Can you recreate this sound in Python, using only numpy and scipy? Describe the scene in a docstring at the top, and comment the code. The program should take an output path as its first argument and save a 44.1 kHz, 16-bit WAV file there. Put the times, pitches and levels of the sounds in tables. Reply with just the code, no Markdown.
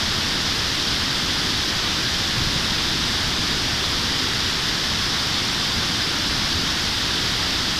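"""A smooth, bright rush over a low rumble: river water pours over a low weir.
The rush is shaped noise, the blur of countless bubbles in white water, with a faint grain of random chirps.
The falling sheet plunges into the pool: low shaped noise swells and sinks, and decaying sines thump in it.
The rush has the brightness of a small microphone's port resonances; both channels carry the same sound."""
import sys
import numpy as np
from scipy import signal
from scipy.io import wavfile
from scipy.ndimage import uniform_filter1d

SR = 44100
rng = np.random.default_rng(int(sys.argv[2]) if len(sys.argv) > 2 else 0)


def master_out(mix):
    """Clip the mix to full scale and print it as 16-bit PCM to the path in sys.argv[1]."""
    frames = np.transpose(np.atleast_2d(mix))
    ceiling = np.clip(frames, -1, 1)
    pcm = np.round(ceiling * 32767).astype(np.int16)
    wavfile.write(sys.argv[1], SR, pcm)


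def volts_from_decibels(level):
    """Turn decibel levels (scalar or array-like) into linear amplitude factors."""
    exponent = np.asarray(level, float) / 20
    return 10 ** exponent


N = 343539  # length [samples]

# How hard the sheet plunges, as rumble level: (time [s], level [dB])
PLUNGE_LEVEL = [(0.0, -30.5), (0.26, -28.5), (0.37, -30), (2.34, -29.5), (2.39, -27), (2.49, -27.5),
                (2.78, -29), (5.71, -31), (5.77, -28), (5.97, -31.5), (6.59, -29), (7.01, -30.5),
                (7.03, -30), (7.79, -29.5)]
# Relative spectrum of the throbbing air clouds: (frequency [Hz], density [dB per Hz])
RUMBLE_SPECTRUM = [(9, -35), (15, -3.5), (60, -1), (95, 0.5), (125, -1.5), (270, -3), (380, -7.5),
                   (520, -14), (900, -38.5)]
# Relative spectrum of the bubbles through the microphone port: (frequency [Hz], density [dB per Hz])
RUSH_SPECTRUM = [(300, -28), (600, -9), (1000, -6), (1620, -3), (1900, -4), (2470, -7.5), (3500, 0.5),
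                 (4220, -3), (4950, -.5), (5450, -4), (6510, -14.5), (8620, -23), (10200, -25),
                 (14000, -29)]
# Slugs of water landing in the pool: (time [s], level before the pulse shape [dB], pitch [Hz])
SLUGS = [(1.449, -18, 212), (2.372, -18, 135), (2.41, -18.5, 84), (2.469, -18, 157), (2.558, -16, 136),
         (5.769, -17, 94.2), (5.899, -18, 186), (6.289, -23, 61.9), (6.549, -18.5, 96.9)]


def evened(x):
    """Normalization: dividing by the root mean square gives unit power."""
    return x / np.sqrt(np.mean(x ** 2) + 1e-20)


def spectrum_at(points, hz):
    """A spectral envelope is read by straight lines in level over log frequency."""
    point_hz, level_db = np.transpose(points)
    return np.interp(np.log(hz + 1), np.log(point_hz + 1), level_db)


def patchy_noise(spectrum, patchy_db, patch_s, patch_hz, size):
    """Random short-time spectra sum to noise whose level drifts in patches of time and frequency."""
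    hop = size // 4
    hz = np.fft.rfftfreq(size, 1 / SR)
    real, imaginary, patches = rng.standard_normal((N // hop + 5, len(hz), 3)).T
    bins = max(round(patch_hz * size / SR), 1)
    frames = max(round(patch_s * SR / hop), 1)
    patches = uniform_filter1d(patches, bins, 0)
    patches = evened(uniform_filter1d(patches, frames, 1))
    level_db = spectrum_at(spectrum, hz)[:, None] + patchy_db * patches
    spectra = (real + 1j * imaginary) * volts_from_decibels(level_db)
    noise = signal.istft(spectra, nperseg=size, noverlap=size - hop)[1]
    return evened(noise[:N])


def bubbles():
    """Bubble resonance: each size rings as a brief rising chirp, struck in its own random train."""
    sizes, bubbles_per_s = 32, 6000  # the rate is shared by all sizes
    out = np.zeros(N)
    for hz in np.geomspace(800, 9000, sizes):
        turns = np.arange(0, 9, hz / SR)  # time in cycles of the starting pitch
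        envelope = turns * np.exp(-turns / 1.5)
        chirp = np.sin(2 * np.pi * turns * (1 + 0.011 * turns)) * envelope
        strength_db = 3.0 * np.minimum(rng.exponential(1, N), 4)
        starts = rng.random(N) < bubbles_per_s / sizes / SR
        train = signal.oaconvolve(volts_from_decibels(strength_db) * starts, chirp)[:N]
        out += volts_from_decibels(spectrum_at(RUSH_SPECTRUM, hz)) * hz * train
    return evened(out)


def rush():
    """Superposition: far bubbles blur into smooth noise, while near ones add a faint grain."""
    rush_db, bubbles_db = -23, -9  # RMS level of the rush; near bubbles against the blur [dB]
    blur = patchy_noise(RUSH_SPECTRUM, patchy_db=0.4, patch_s=0.046, patch_hz=400, size=512)
    return volts_from_decibels(rush_db) * evened(blur + volts_from_decibels(bubbles_db) * bubbles())


def rumble():
    """Collective oscillation: trapped air clouds throb low, and larger ones, from harder plunges, lower."""
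    deep_hz = 110  # the deepest throb lies below this
    mean_depth, depth_per_db = 0.5, 0.03  # weight of the deepest throb [0-1], and its rise per dB
    throb = patchy_noise(RUMBLE_SPECTRUM, patchy_db=0.5, patch_s=0.06, patch_hz=120, size=2048)
    lowpass = signal.butter(2, deep_hz, fs=SR, output="sos")
    deep = signal.sosfiltfilt(lowpass, throb)
    level_db = np.interp(np.arange(N) / SR, *np.transpose(PLUNGE_LEVEL))
    depth = np.clip(mean_depth + depth_per_db * (level_db - level_db.mean()), 0, 1)
    # the factor 2 leaves the balance unchanged where both weights are one half
    balanced = 2 * (depth * deep + (1 - depth) * (throb - deep))
    return volts_from_decibels(level_db) * balanced


def thumps():
    """Damped oscillation: each heavier slug of water gives a dull sine pulse that dies within 4 cycles."""
    out = np.zeros(N)
    for start_s, level_db, hz in SLUGS:
        turns = np.arange(0, 4, hz / SR)  # time in cycles
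        envelope = turns * np.exp(1 - turns / 0.61)
        thump = np.sin(2 * np.pi * turns) * envelope * volts_from_decibels(level_db)
        part = out[round(start_s * SR):][:len(thump)]
        part += thump[:len(part)]
    return out


def scene():
    """Superposition: rush, rumble and thumps add, and the one sum feeds both channels."""
    return np.tile(rush() + rumble() + thumps(), (2, 1))


def band_limit(x):
    """A steep low-pass at the top of the band."""
    return signal.sosfilt(signal.butter(12, 14440, fs=SR, output="sos"), x)


def record(dry):
    """Band limitation: a steep linear-phase low-pass removes the highest treble."""
    edge = signal.firwin(1023, 14300, window=("kaiser", 11), fs=SR)  # edge at 14300 Hz
    mix = signal.oaconvolve(dry, edge[None], "same")
    return band_limit(mix)


dry = scene()
out = record(dry)
master_out(out)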